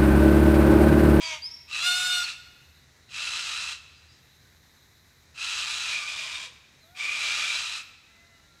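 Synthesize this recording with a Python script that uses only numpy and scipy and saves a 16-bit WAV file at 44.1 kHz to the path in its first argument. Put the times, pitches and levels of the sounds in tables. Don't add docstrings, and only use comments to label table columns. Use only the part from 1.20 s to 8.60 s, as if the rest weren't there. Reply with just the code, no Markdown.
import sys
import numpy as np
from scipy import signal
from scipy.fft import rfft, irfft
from scipy.io import wavfile

SR = 44100
rng = np.random.default_rng(int(sys.argv[2]) if len(sys.argv) > 2 else 0)


def boost(x):
    u = np.asarray(x, float) / 20
    return 10 ** u


def to_wav(sig):
    pcm = np.clip(np.atleast_2d(sig), -1, 1) * 32767
    pcm = np.round(pcm).astype(np.int16)
    wavfile.write(sys.argv[1], SR, pcm.T)


N = 326340

# time_s, pitch_hz, level_db (of a partial at 0 dB)
LOCKED = [(.6, 665, -46), (.635, 693, -36), (.665, 714, -30), (.76, 723, -33), (.86, 729, -33),
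          (.99, 714, -34), (1.025, 702, -37), (1.045, 695, -50)]


def evened(x):
    return x / np.sqrt(np.mean(x ** 2) + 1e-20)


def read_spectrum(points, hz):
    point_hz, value = np.transpose(points)
    return np.interp(np.log(hz + 1), np.log(point_hz + 1), value)


def colour(x, points):
    hz = np.fft.rfftfreq(len(x), 1 / SR)
    return irfft(rfft(x) * boost(read_spectrum(points, hz)), len(x))


def resonate(x, hz, width_hz):
    turn = np.exp(2j * np.pi * np.cumsum(hz * np.ones(len(x))) / SR)
    pole = np.exp(-np.pi * width_hz / SR)
    smooth = signal.lfilter([1], np.poly([pole, pole]), x / turn)
    return evened((turn * smooth).real)


def drift(size, rate_hz):
    return evened(signal.lfilter([1], [1, -np.exp(-2 * np.pi * rate_hz / SR)], rng.standard_normal(size)))


def add(mix, start_s, sound):
    soft = sound * signal.windows.tukey(len(sound), min(1, 600 / len(sound)))
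    part = mix[round(start_s * SR):][:len(sound)]
    part += soft[:len(part)]


def rasp(effort_db, lowest_hz, second_db, throat, broad_db):
    # frequency_hz, relative level_db
    beak = [(240, -34.5), (400, -33), (1310, -9), (2020, -10.5), (2570, -3), (3950, -6), (7950, -14),
            (14000, -41.5)]
    snaps_per_s, spread_db = 2000, 1.5
    size = len(effort_db)
    chance, strength, *sides = rng.random((4, size))
    strength = boost(-spread_db * np.log(strength + 0.039))
    snaps, cracks = (chance < snaps_per_s / SR) * np.sign(np.array(sides) - .5) * strength

    stretch = 1 + 0.0098 * drift(size, 8)
    glide = (lowest_hz / lowest_hz.mean()) ** 0.13
    modes = [(lowest_hz, *throat[0]), throat[1]]
    modes += [(hz * glide, width_hz, db) for hz, width_hz, db in throat[2:]]
    rings = []
    for hz, width_hz, db in modes:
        swell_db = 1.5 * drift(size, 7)
        rings.append(boost(db + swell_db) * resonate(snaps, hz * stretch, width_hz))
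    rings[1] *= boost(second_db)

    broad = evened(colour(cracks, beak))
    treble = signal.sosfiltfilt(signal.butter(2, 5000, "high", fs=SR, output="sos"), broad)
    treble_gain = np.minimum(1, boost(0.13 * (effort_db + 48)))
    broad = broad - treble * (1 - treble_gain)
    return boost(effort_db) * evened(sum(rings) + boost(broad_db) * broad)


def screech(bird, start_s, length_s, effort_db, sag_db, from_hz, to_hz, nasal_db):
    # frequency_hz, pole_width_hz, level_db
    throat_high = [(150, -7), (2620, 240, -0.75), (3950, 230, -0.5), (5020, 400, -10), (6480, 220, -12.5),
                   (7860, 250, -18), (9800, 370, -27.5)]
    throat_low = [(130, -11), (2380, 270, 1), (650, 130, -22), (3360, 180, -7), (3720, 200, -6),
                  (4930, 260, -11)]
    crack_db = {"high": 5, "low": 2.5}
    second_lift = {"high": (5.5, -0.5, 4), "low": (5, -1, -1)}
    attack_s = {"high": .1, "low": .065}
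    attack_db, release_s, release_db = -25, .05, -17
    t = np.arange(max(start_s, 0), start_s + length_s, 1 / SR)
    u = (t - start_s) / length_s
    attack = attack_db * np.maximum(1 - u * length_s / attack_s[bird], 0) ** 2
    release = release_db * np.maximum(1 - (1 - u) * length_s / release_s, 0)
    swell = 3 * (np.sin(np.pi * u) - 1)
    locked = np.clip(np.minimum(t - LOCKED[0][0], LOCKED[-1][0] - t) / 0.081, 0, 1)
    effort = effort_db + attack + release + swell + sag_db * u - 1.5 * locked

    second_db = nasal_db + np.interp(u, [0, .5, 1], second_lift[bird])
    lowest_hz = from_hz + (to_hz - from_hz) * u
    throat = throat_high if bird == "high" else throat_low
    return t[0], rasp(effort, lowest_hz, second_db, throat, crack_db[bird])


def tone(rows, partials, wobble=0.00278, shimmer_db=1.8):
    # frequency_hz, width_hz, gain_db
    standing = [(2895, 11, 6), (2910, 21.6, -10.5), (3440, 98, 2.5)]
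    time_s, *curves = np.transpose(rows)
    t = np.arange(time_s[0], time_s[-1], 1 / SR)
    hz, level_db = [np.interp(t, time_s, curve) for curve in curves]
    phase = 2 * np.pi * np.cumsum(hz * (1 + wobble * drift(len(hz), 44))) / SR
    stack = 0
    for multiple, db in partials:
        lift_db = sum(gain_db * np.exp(-((multiple * hz - at_hz) / width_hz) ** 2)
                      for at_hz, width_hz, gain_db in standing)
        gain = boost(db + lift_db + shimmer_db * drift(len(hz), 3.5))
        stack += gain * np.sin(multiple * phase + 2 * np.pi * rng.random())
    return time_s[0], np.sqrt(2) * boost(level_db) * stack


def parrot_tone(start_s, length_s, from_hz, crest_hz, to_hz, level_db):
    crest, edge = .5, 0.31
    u = np.array([0, edge, crest, 1 - edge, 1])
    hz = np.interp(u, [0, crest, 1], [from_hz, crest_hz, to_hz])
    return np.transpose([start_s + u * length_s, hz, level_db + np.array([-6, 0, 0, 0, -13.5])])


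def whistle(start_s, length_s, from_hz, to_hz, peak_db, crest):
    u = np.linspace(0, 1, num=25)
    hz = from_hz + (to_hz - from_hz) * np.sin(np.pi * u / 2) ** 2
    level_db = peak_db + np.interp(u, [0, crest, 1], [-10, 0, -14])
    return np.transpose([start_s + u * length_s, hz, level_db])


def leaves():
    # frequency_hz, relative level_db
    air = [(15, -44), (25, -12.5), (79, 2), (220, -7), (592, -14), (1220, -14), (1980, -8), (2880, -19.5),
           (3390, -18), (3870, -18.5), (4430, -17), (6450, -15), (8660, -25.5), (15200, -31.5)]
    return boost(-60.5 + .8 * drift(N, 3)) * evened(colour(rng.standard_normal(N), air))


def crickets():
    return boost(-67 + 1.9 * drift(N, 4)) * resonate(rng.standard_normal(N), 3915, 550)


def katydids():
    # start_s, length_s, level_db
    bout_rows = [(-.2, 1.86, -76), (2.956, 1.135, -76), (5.58, 1.16, -74)]
    rest_db, edge_s = -86.5, .08
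    t = np.arange(N) / SR
    bouts = sum(boost(db) * np.clip(np.minimum(t - start_s, start_s + length_s - t) / edge_s, 0, 1)
                for start_s, length_s, db in bout_rows)
    return (boost(rest_db) + bouts) * resonate(rng.standard_normal(N), 12500, 4500)


def low_hum():
    # frequency_hz, pole_width_hz, level_db (before the fade)
    bands = [(76.6, 18.4, -68), (130.8, 11.7, -74.5), (150, 3.6, -78.5)]
    fade_db = 5.5 - 1.45 * np.arange(N) / SR
    hum = sum(boost(db) * resonate(rng.standard_normal(N), hz, width_hz) for hz, width_hz, db in bands)
    return hum * boost(fade_db)


def echo(x):
    # frequency_hz, t60_s
    trees = [(500, 1.2), (1300, 1.1), (2500, 1.2), (4500, 1.12), (9000, 0.74)]
    early_db, late_db = -7, -13
    taps = np.zeros(SR)
    count = (SR - 101) // 20
    places = np.arange(100, SR - 20, 20) + rng.integers(0, 20, count)
    taps[places] = rng.choice([-1., 1.], count)
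    early = taps * boost(-60 * np.arange(SR) / SR / 0.15)
    hz, t, bands = signal.stft(taps, SR, nperseg=256)
    dying = bands * boost(-60 * t / read_spectrum(trees, hz)[:, None])
    late = signal.istft(dying, SR, nperseg=256)[1][:SR]
    tail = boost(early_db) * early / np.linalg.norm(early) + boost(late_db) * late / np.linalg.norm(late)
    return signal.fftconvolve(x, tail)[:N]


def scene():
    screeches = [("low", -.04, .24, -39, 1, 1080, 980, -2), ("high", .475, .68, -29, -5, 1273, 1360, 3),
                 ("high", 1.885, .685, -32.5, -0.36, 1390, 1330, 0),
                 ("high", 2.62, .58, -64.5, -5.5, 1230, 1220, -4),
                 ("high", 4.14, .66, -31.5, 0, 1340, 1370, 0),
                 ("low", 4.65, .65, -33.5, -2.2, 1254, 987, -1),
                 ("low", 5.745, .675, -31.5, 0.87, 1133, 1354, 4),
                 ("high", 5.93, .7, -32.5, -0.5, 1390, 1330, 0)]
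    # multiple, level_db
    locked_partials = [(1, -20), (2, -1), (3, -11), (4, -0.5), (5, -1.5), (6, -5.5), (7, -7), (8, -10),
                       (9, -13.5), (10, -12.5), (11, -12.5), (12, -13.5), (13, -16), (14, -22.5), (15, -31),
                       (16, -27.5), (17, -27), (18, -28), (19, -26), (20, -28), (21, -36)]
    # start_s, length_s, from_hz, crest_hz, to_hz, level_db (of a partial at 0 dB)
    tones = [(0, .19, 324, 323, 297, -39), (5.63, .23, 625, 740, 745, -66), (6.88, .39, 672, 683, 660, -65),
             (7.22, .22, 1400, 1372, 1417, -69)]
    # multiple, level_db
    tone_partials = [
        [(1, -31), (2, -16), (3, -6), (4, -17), (5, -19), (6, -15), (7, 0), (8, -7), (9, -9), (10, -6),
         (11, -13), (12, -14), (15, -13), (17, -14), (19, -10), (21, -14)],
        [(1, 0), (2, 0)],
        [(1, -11), (2, -3), (3, 0), (4, -15)],
        [(1, 0)],
    ]
    # start_s, length_s, from_hz, to_hz, peak_db,
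    # crest (share of the length before the peak)
    whistles = [(.02, .075, 4810, 4440, -37, .5), (.218, .067, 4680, 5250, -33, .65),
                (.308, .024, 5440, 5480, -41, .2), (.334, .03, 5480, 5480, -39, .25),
                (.36, .11, 5480, 5490, -51, .1), (1.025, .045, 4600, 4120, -31, .45),
                (2.745, .075, 4900, 4790, -60, .25), (2.86, .14, 4820, 4780, -65, .3),
                (2.9, .09, 5330, 5280, -69, .3), (3.24, .06, 1509, 1464, -68, .35),
                (5.255, .045, 540, 470, -58, .4), (5.6, .11, 4250, 3350, -63, .3),
                (7.09, .19, 2900, 2880, -70, .4)]
    birds = np.zeros(N)
    for row in screeches:
        add(birds, *screech(*row))
    add(birds, *tone(LOCKED, locked_partials))
    for row, partials in zip(tones, tone_partials):
        add(birds, *tone(parrot_tone(*row), partials))
    for row in whistles:
        overtones = [(1, 0), (2, -28)]  # multiple, dB
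        add(birds, *tone(whistle(*row), overtones, wobble=.007, shimmer_db=2.5))
    background = leaves() + crickets() + katydids() + low_hum()
    return (birds + echo(birds) + background)[None]


def low_pass(x):
    return signal.sosfilt(signal.butter(12, 15360, fs=SR, output="sos"), x)


def record(dry):
    return low_pass(dry)


dry = scene()
out = record(dry)
to_wav(out)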